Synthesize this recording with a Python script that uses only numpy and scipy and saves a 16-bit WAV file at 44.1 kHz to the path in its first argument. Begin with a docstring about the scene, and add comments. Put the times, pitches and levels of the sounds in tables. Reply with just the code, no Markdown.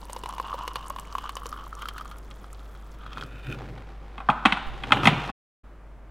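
"""Hot water gurgles and splashes from a kettle into a mug, ringing the air inside, whose pitch climbs
as the mug fills. The pour thins to drips. The kettle is lifted away, slides with a creak of its shell
over a rumbling worktop, and is knocked down onto its base; the walls of a small kitchen answer.
Air puffs at the microphones and mains hum lies underneath. After the last knock the sound drops
briefly to silence, then the quiet kitchen returns."""
import sys
import numpy as np
from scipy import signal
from scipy.fft import rfft, irfft, next_fast_len
from scipy.io import wavfile
from scipy.ndimage import map_coordinates

SR = 44100
rng = np.random.default_rng(int(sys.argv[2]) if len(sys.argv) > 2 else 0)


def wav_record(signal):
    """Record a signal, one row per channel, as 16-bit PCM in the file named by sys.argv[1]."""
    frames = np.transpose(np.atleast_2d(signal))
    bounded = np.clip(frames, -1, 1)
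    # unit amplitude maps onto the largest positive 16-bit level
    quanta = np.round(bounded * 32767).astype(np.int16)
    wavfile.write(sys.argv[1], SR, quanta)


N = 269054

# level rides of the stream: time_s, gurgle_db, spray_db
POUR_LEVELS = [(0, -49, -61.5), (.46, -45.5, -65.5), (1.9, -48.5, -65.5), (2.25, -58.5, -69),
               (2.93, -64, -71), (3.0, -52.5, -75.5), (3.14, -51.5, -83.5), (3.25, -57, -67)]
# splashes in the mug: start_s, level_db, pitch_hz, slap_db (relative to the level)
SPLASHES = [(0.097, -27, 950, -14.5), (0.163, -24, 946, -11.5), (0.236, -25, 980, -9),
            (0.259, -21.5, 986, -13.5), (0.289, -28.5, 980, -33), (0.337, -29.5, 1000, -13),
            (0.382, -23, 984, -14), (0.399, -15.5, 1055, -20.5), (0.444, -25, 1030, -32),
            (0.542, -21.5, 960, -17), (0.589, -25.5, 1060, -15.5), (0.61, -23, 960, -28.5),
            (0.678, -23.5, 1030, -4.5), (0.757, -18.5, 1090, -8.5), (0.903, -19.5, 1066, -20),
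            (0.962, -24, 1040, -16), (0.986, -25.5, 1030, -13), (1.152, -14.5, 1085, -23),
            (1.183, -20.5, 1060, -12.5), (1.259, -27.5, 1110, -26), (1.293, -21, 1125, -10.5),
            (1.368, -22.5, 1060, -8.5), (1.457, -26.5, 1065, -10), (1.527, -21.5, 1226, -19.5),
            (1.728, -24.5, 1290, -29.5), (1.821, -27, 1130, -6.5), (1.856, -22.5, 1335, -16),
            (1.886, -25, 1140, -2.5), (1.981, -28, 1440, -6), (2.01, -26.5, 1250, -15),
            (2.055, -30, 1184, -15), (2.113, -32, 1220, -9), (2.311, -41, 1210, 0.5),
            (2.443, -32.5, 1260, -16), (2.75, -39.5, 1330, -9.5), (3.064, -29, 1310, -16.5),
            (3.122, -36, 1200, -15), (3.131, -34.5, 1220, -3.5), (3.173, -23.5, 1360, -20),
            (3.181, -28, 1080, -9.5), (3.199, -33, 1240, -23), (3.211, -32, 1410, -1),
            (3.225, -25, 1410, -19)]
# big bubbles swallowed by the stream: start_s, level_db
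GULP_BUBBLES = [(.098, -32), (.163, -28), (.236, -30), (0.399, -28), (.542, -23.5), (.677, -28.5),
                (.757, -29), (0.904, -30.5), (1.367, -33), (1.458, -28.5)]
# stray droplets that tick: start_s, level_db
DROPLETS = [(0.1315, -25.5), (0.2903, -29.5), (0.3255, -34), (0.734, -38), (0.8822, -34), (0.8995, -27.5),
            (0.9972, -29.5), (1.126, -29), (1.2397, -33), (1.3543, -28), (1.4661, -27), (1.49, -35),
            (1.7516, -34.5), (2.078, -38), (2.5304, -38), (3.236, -32)]
# kettle hits: start_s, level_db, thud_db, hardness_db (high ring against low), thud_hz, clack_hz
KETTLE_HITS = [(4.18, -34, -45, -10.5, 202, 1140), (4.203, -32, -53, -15.5, 200, 1140),
               (4.288, -8.5, -23, -28.5, 146, 1137), (4.3, -19, -29, -9.5, 140, 1050),
               (4.453, -12, -15, -11.5, 222, 1140), (4.457, -13.5, -30, -2.5, 227, 1440),
               (4.523, -18, -28.5, -3.5, 209, 1450), (4.571, -26, -45, -13, 200, 1440),
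               (4.836, -30.5, -38, -2.5, 170, 1590), (4.907, -24.5, -29, -15, 250, 1220),
               (4.921, -8.5, -25, -6.5, 260, 1320), (4.97, -27, -26.5, -9.5, 165, 1300),
               (5.033, -21, -28.5, -10.5, 252, 1250), (5.055, -15.5, -24, -5, 260, 1300),
               (5.072, -8.5, -13, -3.5, 165.6, 1320), (5.123, -26.5, -21, -29, 150, 1370),
               (5.292, -28.5, -34, -13, 198.7, 1108)]
# low mode of kettle and base: pitch_hz, gain_db, t60_s
LOW_MODES = [(800, -3.5, .075)]
# high modes of kettle and base: pitch_hz, gain_db, t60_s
HIGH_MODES = [(2070, 0, .025), (2560, 0, .025), (3200, -4, .02)]
# level ride of the sliding kettle: time_s, level_db
SCRAPE_LEVELS = [(2.95, -66), (3.19, -48), (3.26, -51), (3.44, -47), (3.52, -39.5), (3.58, -46),
                 (3.95, -55), (4.25, -54), (4.8, -45), (5.02, -40.5), (5.06, -24.5), (5.11, -39.5),
                 (5.27, -39), (5.3, -39)]
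# resonances of the scraped shell: pitch_hz, width_hz, gain_db
SHELL_MODES = [(1420, 110, 4), (1860, 130, -3), (2500, 150, 1), (3100, 140, -5), (3580, 180, -8)]
# broad colour of the drag: frequency_hz, gain_db
DRAG_EQ = [(200, -35.5), (350, -1.5), (690, -6), (770, 6.5), (880, -4), (2500, -11), (4500, -20),
           (6500, -29), (15000, -48)]
# the kettle's weight shifts and the worktop booms: peak_s, level_db
WEIGHT_SHIFTS = [(3.185, -43), (3.5, -38.5), (3.63, -40.5), (3.8, -47.5), (4.88, -37), (4.96, -33.5),
                 (5.085, -26)]
# colour of the worktop's rumble: frequency_hz, gain_db
WORKTOP_EQ = [(41, -38.5), (70, -19), (100, -3.5), (135, 5), (170, -9), (300, -9), (600, -16.5),
              (780, -56.5)]
# reverb time of the kitchen: frequency_hz, t60_s
WALL_DECAY = [(150, 0.62), (1000, 0.85), (4000, 0.92), (12000, 0.21)]
# level ride of the buffeting air: time_s, level_db
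BUFFET_LEVELS = [(4.52, -85), (4.68, -32), (4.78, -49.5), (5.1, -50), (5.3, -65)]
# colour of the buffeting air: frequency_hz, gain_db
BUFFET_EQ = [(15, 2.5), (100, -18.5), (400, -33.5), (1200, -59.5)]
# level rides of the room tone: time_s, hum_db, air_db
ROOM_LEVELS = [(0, -43.5, -48.5), (5.3, -41.5, -51), (5.6, -45.5, -51.5)]
# colour of kitchen air and hiss: frequency_hz, gain_db
AIR_EQ = [(25, -9), (75, -16), (125, -14), (240, -18.5), (400, -20), (1200, -24.5), (2100, -33.5),
          (4200, -48), (14500, -60)]
# stereo width: frequency_hz, side_db (relative to mid)
WIDTH_EQ = [(40, -44.5), (180, -38), (550, -33.5), (1650, -50), (5000, -24.5), (15000, -13)]
# colour of the microphones' own noise: frequency_hz, gain_db
SELF_NOISE_EQ = [(25, -4), (1000, -32), (15000, -33.5)]

AIR_DEPTH_M, FILL_M_PER_S, FULL_S = 0.0881, 0.0095, 2.2  # the air column shortens until FULL_S
POUR_END_S, POUR_FADE_S = 3.3, 0.033
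TRICKLE_S, TRICKLE_DB = 2.2, -14  # from here drips fall softly, with less spray and fainter bubbles
SWELL_DB_PER_S, DIE_DB_PER_S = 449, 132  # attack and release of a worktop boom
MUTE_FROM_S, MUTE_TO_S = 5.316, 5.634
TOP_HZ = 16550
TIME_S = np.arange(N) / SR


def stream():
    """Bubbles pop near the pitch of the mug's air, churning drives its modes, fine droplets crackle."""
    air_hz = air_pitch()
    gurgle_db, spray_db = curves(POUR_LEVELS)
    flowing = np.clip((POUR_END_S - TIME_S) / POUR_FADE_S, 0, 1)
    churn = spatter(260, 0.75, 0.0029) + .5 * rng.standard_normal(N)
    depth_mode = unit(band(gliding(churn, air_hz, 170), 735, 1600))
    cross_mode = unit(band(gliding(churn, cross_pitch(air_hz), 280), 2500, 6800))
    popping = bubbles(air_hz, scatter=.05, cycles=16, spread_db=2.2, count=240)
    popping *= amp(TRICKLE_DB * (TIME_S > TRICKLE_S))
    gurgle = amp(-2.5) * (popping + depth_mode) + amp(-11.5) * cross_mode
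    crackle = unit(band(spatter(60, 4.5, .003) + .5 * rng.standard_normal(N), 3500, 15500))
    wash = unit(band(churn, 1700, 6400))
    fizz = bubbles(np.full(N, 7000), scatter=.6, cycles=8, spread_db=3.7, count=520)
    spray = fizz + amp(0.5) * crackle + amp(-3) * wash
    gurgle *= amp(gurgle_db + 3.9 * wobble(12.65))
    spray *= amp(spray_db + 1.4 * wobble(24.8))
    return flowing * (gurgle + spray)


def splashes():
    """Splashes ring the mug's air, slap its cross mode and throw spray; bubbles gulp, droplets tick."""
    tone, slaps, spray = np.zeros((3, N))
    t = np.arange(SR // 16) / SR
    air_hz = air_pitch()
    for s, db, hz, slap_db in SPLASHES:
        _, slap_noise, spray_noise = rng.standard_normal((3, len(t)))
        slap_noise[1] = spray_noise[1] = 4  # the impact itself is one click
        is_drip = s > TRICKLE_S
        t60_s, attack_s = (0.014, 0.0001) if is_drip else (0.021, 0.00047)
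        add(tone, s, amp(db + 2) * ring(hz, t, t60_s, attack_s))
        tap = (1 - t / .00018) * np.exp(-t / 0.00016)
        add(tone, s, is_drip * amp(db - 10) * tap)
        cross_hz = cross_pitch(air_hz[round(s * SR)])
        add(tone, s, amp(db + slap_db - 4.5) * ring(cross_hz, t, 0.038, 0.00032))
        add(slaps, s, amp(db + slap_db + 4.5) * decay(t, 0.036) * slap_noise)
        patter = (decay(t, 0.016) + 0.045 * decay(t, 0.07)) * spray_noise
        add(spray, s, amp(db + slap_db - 6 + TRICKLE_DB * is_drip) * patter)
    for s, db in GULP_BUBBLES:
        gulp_hz = 512 * amp(rng.normal(0, 0.74))
        add(tone, s, amp(db) * ring(gulp_hz, t, 0.032, 0.0012, rise=0.1))
    for s, db in DROPLETS:
        add(tone, s, amp(db - 1) * ring(air_hz[round(s * SR)], t, 0.023, 0.0004))
        low_hz = rng.uniform(2500, 6500)  # each tick has its own colour
        tick = amp(db + 2) * decay(t, 0.0088) * rng.standard_normal(len(t))
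        add(spray, s, band(tick, low_hz, 2.16 * low_hz))
    return tone + band(slaps, 1280, 4200) + band(spray, 2500, 13700)


def bubbles(centre_hz, scatter, cycles, spread_db, count):
    """Tiny bubbles ping at random moments of the pour, pitched around the curve centre_hz; rms 1."""
    starts, size = (rng.random((count, 2)) * [POUR_END_S * SR, 1]).T
    starts, age = starts.astype(int)[:, None], np.arange(SR // 40)
    hz = np.minimum(centre_hz[starts] * np.exp(scatter * rng.standard_normal((count, 1))), TOP_HZ)
    gains = amp(-spread_db * np.log(1 - size))[:, None]
    pings = gains * ring(hz, age / SR, cycles / hz, 1 / hz, rise=0.029)
    return unit(np.bincount((starts + age).ravel(), pings.ravel(), N))


def air_pitch():
    """The quarter-wave pitch of the air above the climbing water, in Hz."""
    return 343 / (4 * (AIR_DEPTH_M - FILL_M_PER_S * np.minimum(TIME_S, FULL_S)))


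def cross_pitch(air_hz):
    """The mode across the mug climbs with the depth mode, by a smaller musical interval."""
    return 2900 + 1.14 * np.maximum(air_hz - 1080, 0) ** 1.1


def kettle_knocks():
    """Each hit rings the short modes of kettle and base in a burst of clatter, which the walls answer."""
    out, t = np.zeros(N), np.arange(SR // 8) / SR
    click = 7 * (t == 0)  # the first touch

    def body(modes):
        return sum(amp(db + rng.normal(0, 2)) * ring(hz * amp(rng.normal(0, .12)), t, t60_s, .0005)
                   for hz, db, t60_s in modes)

    def clatter(lo_hz, hi_hz, t60_s):
        burst = (rng.standard_normal(len(t)) + click) * decay(t, t60_s)
        return unit(band(band(burst, lo_hz, hi_hz), lo_hz, hi_hz))

    for s, db, thud_db, hardness_db, thud_hz, clack_hz in KETTLE_HITS:
        thud = amp(thud_db - db) * (ring(thud_hz, t, 0.076, 0.0016) + 0.25 * clatter(125, 294, 0.06))
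        dull = amp(-16.5) * clatter(620, 1550, 0.08)
        sharp = amp(hardness_db - 15) * clatter(1700, 3650, 0.078)
        snap = amp(-36.5 + 0.75 * hardness_db) * clatter(3300, 10500, 0.06)
        clack = ring(clack_hz, t, 0.033, 0.00071)
        rings = body(LOW_MODES) + clack + amp(hardness_db + 8.5) * body(HIGH_MODES)
        add(out, s, amp(db) * (thud + rings + dull + sharp + snap))
        reverb_send = .5 * thud + .1 * rings + dull + sharp + snap
        add(out, s + .006, amp(db - 10.5) * wall_reverb(reverb_send))
    return band(out, 120, 18000)


def kettle_slide():
    """A first light slide sings in the kettle's shell; later drags are broad. The worktop rumbles."""
    scrape_db, = curves([(2.8, -100)] + SCRAPE_LEVELS + [(5.4, -100)])
    booms = sum(amp(db - np.maximum(SWELL_DB_PER_S * (s - TIME_S), DIE_DB_PER_S * (TIME_S - s)))
                for s, db in WEIGHT_SHIFTS)
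    grit = spatter(400, 1.9, 0.0015) + 0.63 * rng.standard_normal(N)
    shell = unit(filtered(grit * amp(1.1 * wobble(32)), shell_response))
    drag = unit(eq(grit, DRAG_EQ))
    drag_mix = np.clip((TIME_S - 3.52) / 0.081, .25, 1)
    rasp = amp(-30.5 + 1.3 * (scrape_db + 36)) * unit(band(grit, 3000, 13000))  # hard drags turn bright
    scrape = (1 - drag_mix) * shell + drag_mix * drag + rasp
    rumble = (amp(scrape_db - 4) + booms) * amp(2.5 * wobble(20)) * noise(WORKTOP_EQ)
    return amp(scrape_db) * scrape + rumble


def shell_response(hz):
    """The shell's resonances in parallel, alternating in polarity."""
    return sum((-1) ** k * amp(db) * 1j * hz * width / (pitch ** 2 - hz ** 2 + 1j * hz * width)
               for k, (pitch, width, db) in enumerate(SHELL_MODES))


def wall_reverb(x):
    """The kitchen's answer: a noise tail in which each frequency dies at its own speed."""
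    hz, t, spectrum = signal.stft(rng.standard_normal(SR // 2), SR, nperseg=256)
    tail = signal.istft(spectrum * decay(t, along(WALL_DECAY, hz)[:, None]), SR, nperseg=256)[1]
    return signal.fftconvolve(x, tail / np.linalg.norm(tail))


def air_buffet():
    """Lumpy low wind hits the left and right microphones independently."""
    level_db, = curves([(0, -120)] + BUFFET_LEVELS)
    return np.array([amp(level_db + 4 * wobble(32)) * noise(BUFFET_EQ) for _ in "LR"])


def room_tone():
    """A 50 Hz mains hum over the kitchen's still air."""
    hum_db, air_db = curves(ROOM_LEVELS)
    hum = np.sqrt(2) * amp(hum_db + 0.88 * wobble(12)) * np.sin(2 * np.pi * 50 * TIME_S)
    return hum + amp(air_db + 0.39 * wobble(0.79)) * noise(AIR_EQ)


def ring(hz, t, t60_s, attack_s, rise=0):
    """A dying tone with a soft start; its pitch climbs by the share 2 * rise over t60_s."""
    return np.sin(2 * np.pi * hz * t * (1 + rise * t / t60_s)) * decay(t, t60_s) * (1 - np.exp(-t / attack_s))


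def spatter(per_s, spread_db, length_s):
    """Random short noise bursts of unequal size, rms 1."""
    starts = (rng.random(N) < per_s / SR) * amp(spread_db * rng.exponential(size=N))
    envelope = signal.lfilter([1], [1, -np.exp(-1 / (length_s * SR))], starts)
    return unit(envelope * rng.standard_normal(N))


def gliding(x, hz, width_hz):
    """x through a resonance that follows the curve hz, rms 1."""
    carrier = np.exp(2j * np.pi * np.cumsum(hz) / SR)
    pole = np.exp(-np.pi * width_hz / SR)
    return unit(np.real(carrier * signal.lfilter([1], [1, -pole], x / carrier)))


def wobble(per_s):
    """A smooth random curve through per_s points a second."""
    return map_coordinates(rng.standard_normal(int(N * per_s / SR) + 4), [TIME_S * per_s])


def noise(colour):
    return unit(eq(rng.standard_normal(N), colour))


def eq(x, colour):
    return filtered(x, lambda hz: amp(along(colour, hz)))


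def filtered(x, response):
    """x through a complex frequency response."""
    size = next_fast_len(N + SR // 2)
    return irfft(rfft(x, size) * response(np.fft.rfftfreq(size, 1 / SR)), size)[..., :N]


def band(x, lo_hz, hi_hz):
    return signal.sosfilt(signal.butter(2, [lo_hz, hi_hz], "band", fs=SR, output="sos"), x)


def along(points, hz):
    """Reads (frequency_hz, value) points on a log frequency axis."""
    points_hz, values = np.transpose(points)
    return np.interp(np.log(hz + 1), np.log(points_hz + 1), values)


def curves(rows):
    """One value per sample for each column after the time."""
    times, *columns = np.transpose(rows)
    return [np.interp(TIME_S, times, column) for column in columns]


def add(out, start_s, x):
    part = out[round(start_s * SR):][:len(x)]
    part += x[:len(part)]


def decay(t, t60_s):
    return amp(-60 * t / t60_s)


def amp(db):
    return 10 ** (np.asarray(db) / 20)


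def unit(x):
    return x / np.sqrt(np.mean(x ** 2) + 1e-20)


def scene():
    """Water, kettle and room sit in the centre; two close microphones differ most in the treble."""
    mid = stream() + splashes() + kettle_slide() + kettle_knocks() + room_tone()
    diffuser = rng.standard_normal(SR // 100)
    side = eq(signal.fftconvolve(mid, diffuser / np.linalg.norm(diffuser))[:N], WIDTH_EQ)
    side += amp(-74.5) * noise(SELF_NOISE_EQ)
    return np.array([mid + side, mid - side]) + air_buffet()


def record(dry):
    """Master chain: a brief mute, a soft clip at full scale and a steep high cut."""
    fade_out, fade_in = (MUTE_FROM_S - TIME_S) / 0.014, (TIME_S - MUTE_TO_S) / 0.0086
    gated = dry * np.clip(np.maximum(fade_out, fade_in), 0, 1)
    clipped = gated / (1 + np.abs(gated) ** 8) ** (1 / 8)
    return filtered(clipped, lambda hz: np.clip((TOP_HZ - hz) / 700, 0, 1) ** 2)


dry = scene()
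out = record(dry)
wav_record(out)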